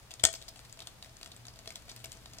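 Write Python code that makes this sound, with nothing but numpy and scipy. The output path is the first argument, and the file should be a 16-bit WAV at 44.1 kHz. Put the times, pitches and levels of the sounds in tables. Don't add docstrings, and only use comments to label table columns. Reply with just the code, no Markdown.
import sys
import numpy as np
from scipy import signal
from scipy.fft import rfft, irfft
from scipy.io import wavfile

SR = 44100
rng = np.random.default_rng(int(sys.argv[2]) if len(sys.argv) > 2 else 0)


def transcribe(signal):
    frames = np.atleast_2d(signal).T
    limited = np.clip(frames, -1, 1)
    pcm = np.round(limited * 32767).astype(np.int16)
    wavfile.write(sys.argv[1], SR, pcm)


def gain_from_db(level_db):
    decades = np.asarray(level_db, float) / 20
    return 10 ** decades


N = 105840


def rms_one(x):
    return x / np.sqrt(np.mean(x ** 2) + 1e-20)


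def drift(rate_hz):
    r = np.exp(-2 * np.pi * rate_hz / SR)
    wander = signal.lfilter([1], [1, -2 * r, r * r], rng.standard_normal(N + SR))
    return rms_one(wander[SR:])


def ring(x, hz, t60_s):
    r = gain_from_db(-60 / (t60_s * SR))
    w = 2 * np.pi * hz / SR
    return signal.lfilter([0, np.sin(w)], [1, -2 * r * np.cos(w), r * r], x + 1e-18)


def peak(x, hz, width_hz):
    r = np.exp(-np.pi * width_hz / SR)
    poles = [1, -2 * r * np.cos(2 * np.pi * hz / SR), r * r]
    return signal.lfilter([(1 - r * r) / 2, 0, (r * r - 1) / 2], poles, x + 1e-18)


def at_hz(points, hz):
    table_hz, values = np.transpose(points)
    return np.interp(np.log(hz), np.log(table_hz), values)


# pitch_hz, density_db (per Hz)
ROOM_TONE = [(12, -34), (20, 5), (120, -8), (310, -16), (659, -13.5), (2190, -20.5), (3430, -20),
             (8390, -25.5), (16000, -38.5)]
# pitch_hz, alike_share
LIKENESS = [(60, 0.73), (180, 0.66), (550, 0.47), (1650, 0.1), (4970, -3.8), (15000, -4)]
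ROOM_TONE_DB, RUMBLE_RISE_DB, PAN_DB = -56.5, 5.5, 0.9
HUM_HZ, HUM_WIDTH_HZ, HUM_WAVERING_DB, HUM_STEADY_DB = 119, 9.0, -65, -64.5
MOTOR_HZ, MOTOR_WIDTH_HZ, MOTOR_DB = 52.7, 5.1, -67.5


def room_tone():
    white = rng.standard_normal((2, 2, N + SR))
    edges = 20 * 2 ** np.arange(0, 10.1, .5)
    tone = 0
    for k, (low, high) in enumerate(zip(edges, edges[1:])):
        band = signal.butter(2, [low, high], "band", fs=SR, output="sos")
        mid, side = signal.sosfilt(band, white[k % 2])[:, SR:]
        centre_hz = np.sqrt(low * high)
        alike = np.clip(at_hz(LIKENESS, centre_hz), 0, 1)
        swell_db = (50 < low < 300) * RUMBLE_RISE_DB * np.arange(N) / N
        stereo = np.sqrt(1 + alike) * mid + np.sqrt(1 - alike) * side * [[1], [-1]]
        tone = tone + gain_from_db(at_hz(ROOM_TONE, centre_hz) + swell_db) * stereo
    motor = rms_one(peak(white[0, 1], MOTOR_HZ, MOTOR_WIDTH_HZ)[SR:])
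    wavering = peak(rng.standard_normal(N + SR), HUM_HZ, HUM_WIDTH_HZ)
    wavering = rms_one(peak(wavering, HUM_HZ, 2 * HUM_WIDTH_HZ)[SR:])
    steady = np.sqrt(2) * np.sin(2 * np.pi * HUM_HZ * np.arange(N) / SR)
    hum = gain_from_db(HUM_WAVERING_DB) * wavering + gain_from_db(HUM_STEADY_DB) * steady
    background = gain_from_db(ROOM_TONE_DB) * rms_one(tone) + gain_from_db(MOTOR_DB) * motor + hum
    return background * gain_from_db(PAN_DB * np.array([[1], [-1]]))


# time_s, level_db
EFFORT = [
    (0.0, -66.5),
    (0.17, -73),
    (0.29, -70),
    (0.91, -68),
    (1.48, -67),
    (1.86, -64.5),
    (2.4, -61),
]
GRAINS_PER_S, GRAIN_SPREAD_DB, GRAIN_CYCLES = 3000, 3.0, 3.8
RUSTLE_DB, CLUMP_DB, CLUMP_HZ = -3.0, 2.5, 40.0
SETTLE_S, SETTLE_DB = 0.014, -28.5


def leaf_rustle(ticks):
    effort_db = np.interp(np.arange(N) / SR, *np.transpose(EFFORT))
    jolts = np.zeros(N)
    jolts[[int(row[0] * SR) for row in ticks]] = gain_from_db(np.array([row[1] + SETTLE_DB for row in ticks]))
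    settling = signal.lfilter([1], [1, -np.exp(-1 / (SETTLE_S * SR))], jolts)
    sizes = gain_from_db(GRAIN_SPREAD_DB * np.minimum(rng.exponential(1, N), 3)) * rng.choice([-1, 1], N)
    clicks = sizes * (rng.random(N) < GRAINS_PER_S / SR)
    pitches_hz = np.geomspace(1500, 11000, num=14)
    dealt = rng.integers(0, 14, size=N)
    grains = 0
    for k, hz in enumerate(pitches_hz):
        grains = grains + ring(clicks * (dealt == k), hz, GRAIN_CYCLES / hz) * (hz / 3000) ** 0.39
    return (gain_from_db(effort_db + RUSTLE_DB) + settling) * gain_from_db(CLUMP_DB * drift(CLUMP_HZ)) * rms_one(grains)


# pitch_hz, level_db, t60_s
BODY = [(347, -8, 0.012), (470, -10, 0.032), (652.3, -7.5, 0.1), (729, -10, 0.07), (875, -16, 0.064),
        (1014, -9.5, 0.022), (1330, -7.5, 0.02), (1526, -15.5, 0.042), (1845, -16.5, 0.084),
        (2300, -13.5, 0.033), (3350, -15.5, 0.072)]
CONTACT_SWELL, CRACK = 0.79, 3.38
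CONTACT_APART = .45
CONTACT_CUT_HZ, CONTACT_TOP_HZ, CONTACT_OVER_DB = 1960, 10870, -9.5
BRIGHT_Q, KNOCK_SPREAD_DB = 4.5, 4.6


def contacts(rows, gain_db, knock_gain_db, bright_db):
    t = np.arange(1024) / SR
    out = np.zeros((2, N + SR))
    knocks = np.zeros((len(BODY), N + SR))
    low_cut = signal.butter(3, CONTACT_CUT_HZ, "high", fs=SR, output="sos")
    top_cut = signal.butter(4, CONTACT_TOP_HZ, fs=SR, output="sos")
    for start_s, peak_db, brightest_hz, contact_ms, knock_db in rows:
        grit, other = rng.standard_normal((2, len(t))) * gain_from_db(4.1 * rng.standard_normal(len(t)))
        grit = grit + CONTACT_APART * other * np.array([[1], [-1]])
        phase = t * 2000 / max(contact_ms, .3)
        burst = grit * phase ** CONTACT_SWELL * np.exp(-phase)
        burst[:, 6] += CRACK * np.sign(grit[0, 0])
        bright = peak(burst, brightest_hz, brightest_hz / BRIGHT_Q)
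        burst = signal.sosfilt(low_cut, burst + gain_from_db(bright_db) * bright)
        knock_db = knock_db + knock_gain_db
        burst = signal.sosfilt(top_cut, burst) + gain_from_db(CONTACT_OVER_DB - (knock_db + 26.5)) * burst
        i = int(start_s * SR)
        out[:, i:i + len(t)] += gain_from_db(peak_db + gain_db) * burst / np.abs(burst).max()
        uneven_db = KNOCK_SPREAD_DB * rng.standard_normal(len(BODY))
        knocks[:, i] += gain_from_db(peak_db + knock_db + uneven_db) * rng.choice([-1, 1], len(BODY))
    for knock, (hz, level_db, t60_s) in zip(knocks, BODY):
        out += gain_from_db(level_db - 3.5) * ring(knock, hz, t60_s)
    return out[:, :N]


# start_s, peak_db, brightest_hz, contact_ms, knock_db
TICKS_EARLY = [(0.1082, -33.5, 2500, 2.7, -20), (0.1144, -35, 3350, 3.1, -17),
               (0.1386, -31, 7100, 1.8, -20.5), (0.196, -34.5, 3500, 4.6, -18),
               (0.2074, -43, 7580, 2.2, -19), (0.3288, -29, 8450, 2.2, -47),
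               (0.3386, -27.5, 2840, 1.9, -19.5), (0.3390, -31.5, 9000, 1.7, -45.5),
               (0.3504, -33.5, 5500, 6.6, -34), (0.3564, -36, 5800, 1.7, -18.5),
               (0.3624, -37, 7400, 1, -27), (0.4155, -40.5, 3600, 3.3, -17),
               (0.4245, -35.5, 3380, 0.9, -21), (0.4816, -36, 4800, 7.2, -13.5),
               (0.4864, -34, 5050, 5.5, -80), (0.5587, -43, 2800, 5.9, -7.5), (0.5714, -47, 7600, 9.6, -16),
               (0.5923, -36.5, 1800, 1.04, -17), (0.6489, -43, 1840, 6.8, -21),
               (0.6958, -45, 5300, 3.2, -13), (0.7264, -32, 7260, 1.4, -30),
               (0.7736, -41.5, 4770, 1.8, -11.5), (0.7911, -35, 2570, 3.6, -16),
               (0.8037, -30, 3600, 1.4, -26), (0.8191, -37.5, 3360, 7, -9.5)]
TICKS_MIDDLE = [(0.871, -33, 3300, 2.1, -18.5), (0.8726, -31, 8100, 1, -29.5),
                (1.0253, -33.5, 3920, 2.95, -18), (1.046, -36, 1770, 1.6, -28),
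                (1.0596, -44.5, 2600, 2.7, -7), (1.0934, -47.5, 5100, 3.3, -10),
                (1.1428, -56, 8590, 2.7, -4), (1.1684, -39.5, 7200, 1.6, -26),
                (1.2124, -39.5, 2600, 3.2, -13), (1.2302, -30.5, 4100, 2.25, -17),
                (1.2452, -41, 7800, 1.7, -24), (1.2600, -33, 2300, 1.7, -14), (1.2622, -37, 5240, 1.5, -48),
                (1.274, -44, 8300, 3, -12), (1.468, -36, 6800, 2, -17), (1.3169, -39, 3600, 5.2, -14.5),
                (1.3643, -38, 8250, 2.2, -20), (1.453, -39.5, 4000, 3, -12), (1.4826, -36, 4670, 2.7, -12),
                (1.5362, -48.5, 5200, 4.2, -23), (1.559, -43, 3600, 3, -10), (1.59, -36.5, 5740, 0.99, -15),
                (1.6581, -39.5, 2620, 2.5, -9), (1.6749, -29, 4150, 2.3, -14),
                (1.6814, -45, 6160, 2.5, -25), (1.6894, -41, 5550, 4.5, -32),
                (1.7045, -37, 6500, 0.81, -20.5), (1.7048, -33, 2270, 1.9, -17.5),
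                (1.7204, -47, 5330, 3.9, -21)]
TICKS_LATE = [(1.7545, -47, 6860, 3.2, -25), (1.7568, -32, 7800, 2.5, -35), (1.7572, -30.5, 3400, 1.6, -17),
              (1.7646, -65, 7900, 0.88, -19.5), (1.7998, -64, 2770, 1.3, -20),
              (1.8814, -45.5, 2480, 4.7, -0.5), (1.8916, -39, 3580, 12, -25),
              (1.8966, -30.5, 5600, 0.66, -17), (1.9155, -36, 5440, 3.4, -11),
              (1.9628, -28.5, 12400, 0.593, -45), (1.9626, -41, 5000, 4.2, -19), (1.992, -45, 7500, 1, -23),
              (2.0030, -47, 7500, 1, -18), (2.0018, -47, 3450, 3.6, -11), (2.0423, -32.5, 2620, 4.2, -13),
              (2.0454, -31.5, 5360, 3, -25), (2.0574, -33.5, 8600, 1.6, -17),
              (2.0416, -37, 12500, 4.7, -56), (2.1188, -28, 7200, 0.51, -67),
              (2.1192, -36.5, 4120, 2.6, -21), (2.1276, -37, 9000, 0.99, -37), (2.1494, -54, 6020, 2.9, -5),
              (2.1715, -42.5, 5800, 2.3, -11), (2.2578, -39, 3590, 2.8, -8.5),
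              (2.3346, -36, 5850, 1.9, -17), (2.3845, -34, 5610, 3.8, -17)]


def rib_ticks(ticks):
    return contacts(ticks, gain_db=0, knock_gain_db=3, bright_db=10.0)


# start_s, peak_db, brightest_hz, contact_ms, knock_db
SNAP = [(.2350, -21, 7000, 3.7, -19), (.2371, -9.5, 7240, 0.56, -12), (.2378, -13.5, 2300, 2.5, -7.5),
        (.2383, -4.5, 7700, 1.6, -20.5), (.2395, -9, 3440, 2.3, -42), (.2443, -18.5, 7000, 0.82, -5.5),
        (.2517, 0.5, 7460, 1.26, -24), (.2526, -8, 3350, 2.3, -24), (.2590, -16.5, 6800, 1.2, -16.5),
        (.2650, -21, 7500, 2.7, -19.5), (.2720, -23, 8500, 2.5, -20), (.2870, -27, 8350, 0.68, -10.5)]


def leaf_snap():
    snap = contacts(SNAP, gain_db=-2, knock_gain_db=0, bright_db=12.0)
    return snap * gain_from_db([[0], [-1]])


THUD_HZ, THUD_DB, THUD_T60_S = 77, -17, 0.088


def air_thud():
    start_s, peak_db = SNAP[0][:2]
    click = np.zeros(N)
    click[int(start_s * SR)] = gain_from_db(peak_db + THUD_DB)
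    return ring(click, THUD_HZ, THUD_T60_S) + gain_from_db(0.5) * ring(click, THUD_HZ, 1.8 * THUD_T60_S)


FLOOR_ECHO_S, FLOOR_ECHO_DB = .0072, -19.0
EARLY_T60_S, EARLY_DB, LATE_T60_S, LATE_DB = 0.16, -9, 0.51, -18
SCATTER_DB, WALL_CUT_HZ = 3, 8000


def room(x):
    t = np.arange(SR // 2) / SR
    noise = rng.standard_normal((2, 2, len(t))) * np.minimum(t / FLOOR_ECHO_S, 1) ** 2
    ragged_db = SCATTER_DB * np.repeat(rng.standard_normal(len(t) // 50), 50)
    noise = noise * rms_one(gain_from_db(ragged_db))
    tail = np.zeros((2, len(t)))
    for n, db, t60_s in zip(noise, (EARLY_DB, LATE_DB), (EARLY_T60_S, LATE_T60_S)):
        tail += gain_from_db(db) * n * gain_from_db(-60 * t / t60_s) / np.sqrt(t60_s * SR / 14)
    tail[:, int(FLOOR_ECHO_S * SR)] += gain_from_db(FLOOR_ECHO_DB)
    wet = signal.fftconvolve(x, tail, axes=1)[:, :N]
    return signal.lfilter(*signal.butter(1, WALL_CUT_HZ, fs=SR), wet)


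# pitch_hz, width_hz, gain_db
PORT_LEFT = [(7500, 3500, 6.5), (3400, 2100, 3.5)]
PORT_RIGHT = [(4670, 700, 12.06), (15800, 6000, 9.3)]
RIGHT_DB, RIGHT_LAG_S = -3.5, .0001
RIGHT_DIP_HZ, RIGHT_DIP_WIDTH_HZ, RIGHT_DIP_SHARE = 9600, 6200, 0.86


def port(x, resonances):
    return x + sum((gain_from_db(gain_db) - 1) * peak(x, hz, width_hz) for hz, width_hz, gain_db in resonances)


def ports(x):
    left, right = port(x[0], PORT_LEFT), port(x[1], PORT_RIGHT)
    shaded = right - RIGHT_DIP_SHARE * peak(right, RIGHT_DIP_HZ, RIGHT_DIP_WIDTH_HZ)
    right = gain_from_db(RIGHT_DB) * shaded
    lag = np.exp(-2j * np.pi * np.arange(N // 2 + 1) / N * RIGHT_LAG_S * SR)
    return np.array([left, irfft(rfft(right) * lag, N)])


def scene():
    ticks = TICKS_EARLY + TICKS_MIDDLE + TICKS_LATE
    background = room_tone()
    fan = leaf_rustle(ticks) + rib_ticks(ticks) + leaf_snap() + air_thud()
    return ports(fan + room(fan)) + background


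def low_pass(x):
    return signal.sosfilt(signal.butter(12, 16100, fs=SR, output="sos"), x)


HISS_DB, BASS_CUT_HZ, TOP_CUT_HZ, CEILING = -70, 30.0, 16400, 1.1


def record(dry):
    hissy = dry + gain_from_db(HISS_DB) * rng.standard_normal(dry.shape)
    mix = signal.lfilter(*signal.butter(2, BASS_CUT_HZ, "high", fs=SR), hissy)
    mix = np.clip(mix, -CEILING, CEILING)
    mix = signal.sosfilt(signal.cheby2(10, 30, TOP_CUT_HZ, fs=SR, output="sos"), mix)
    return low_pass(mix)


dry = scene()
out = record(dry)
transcribe(out)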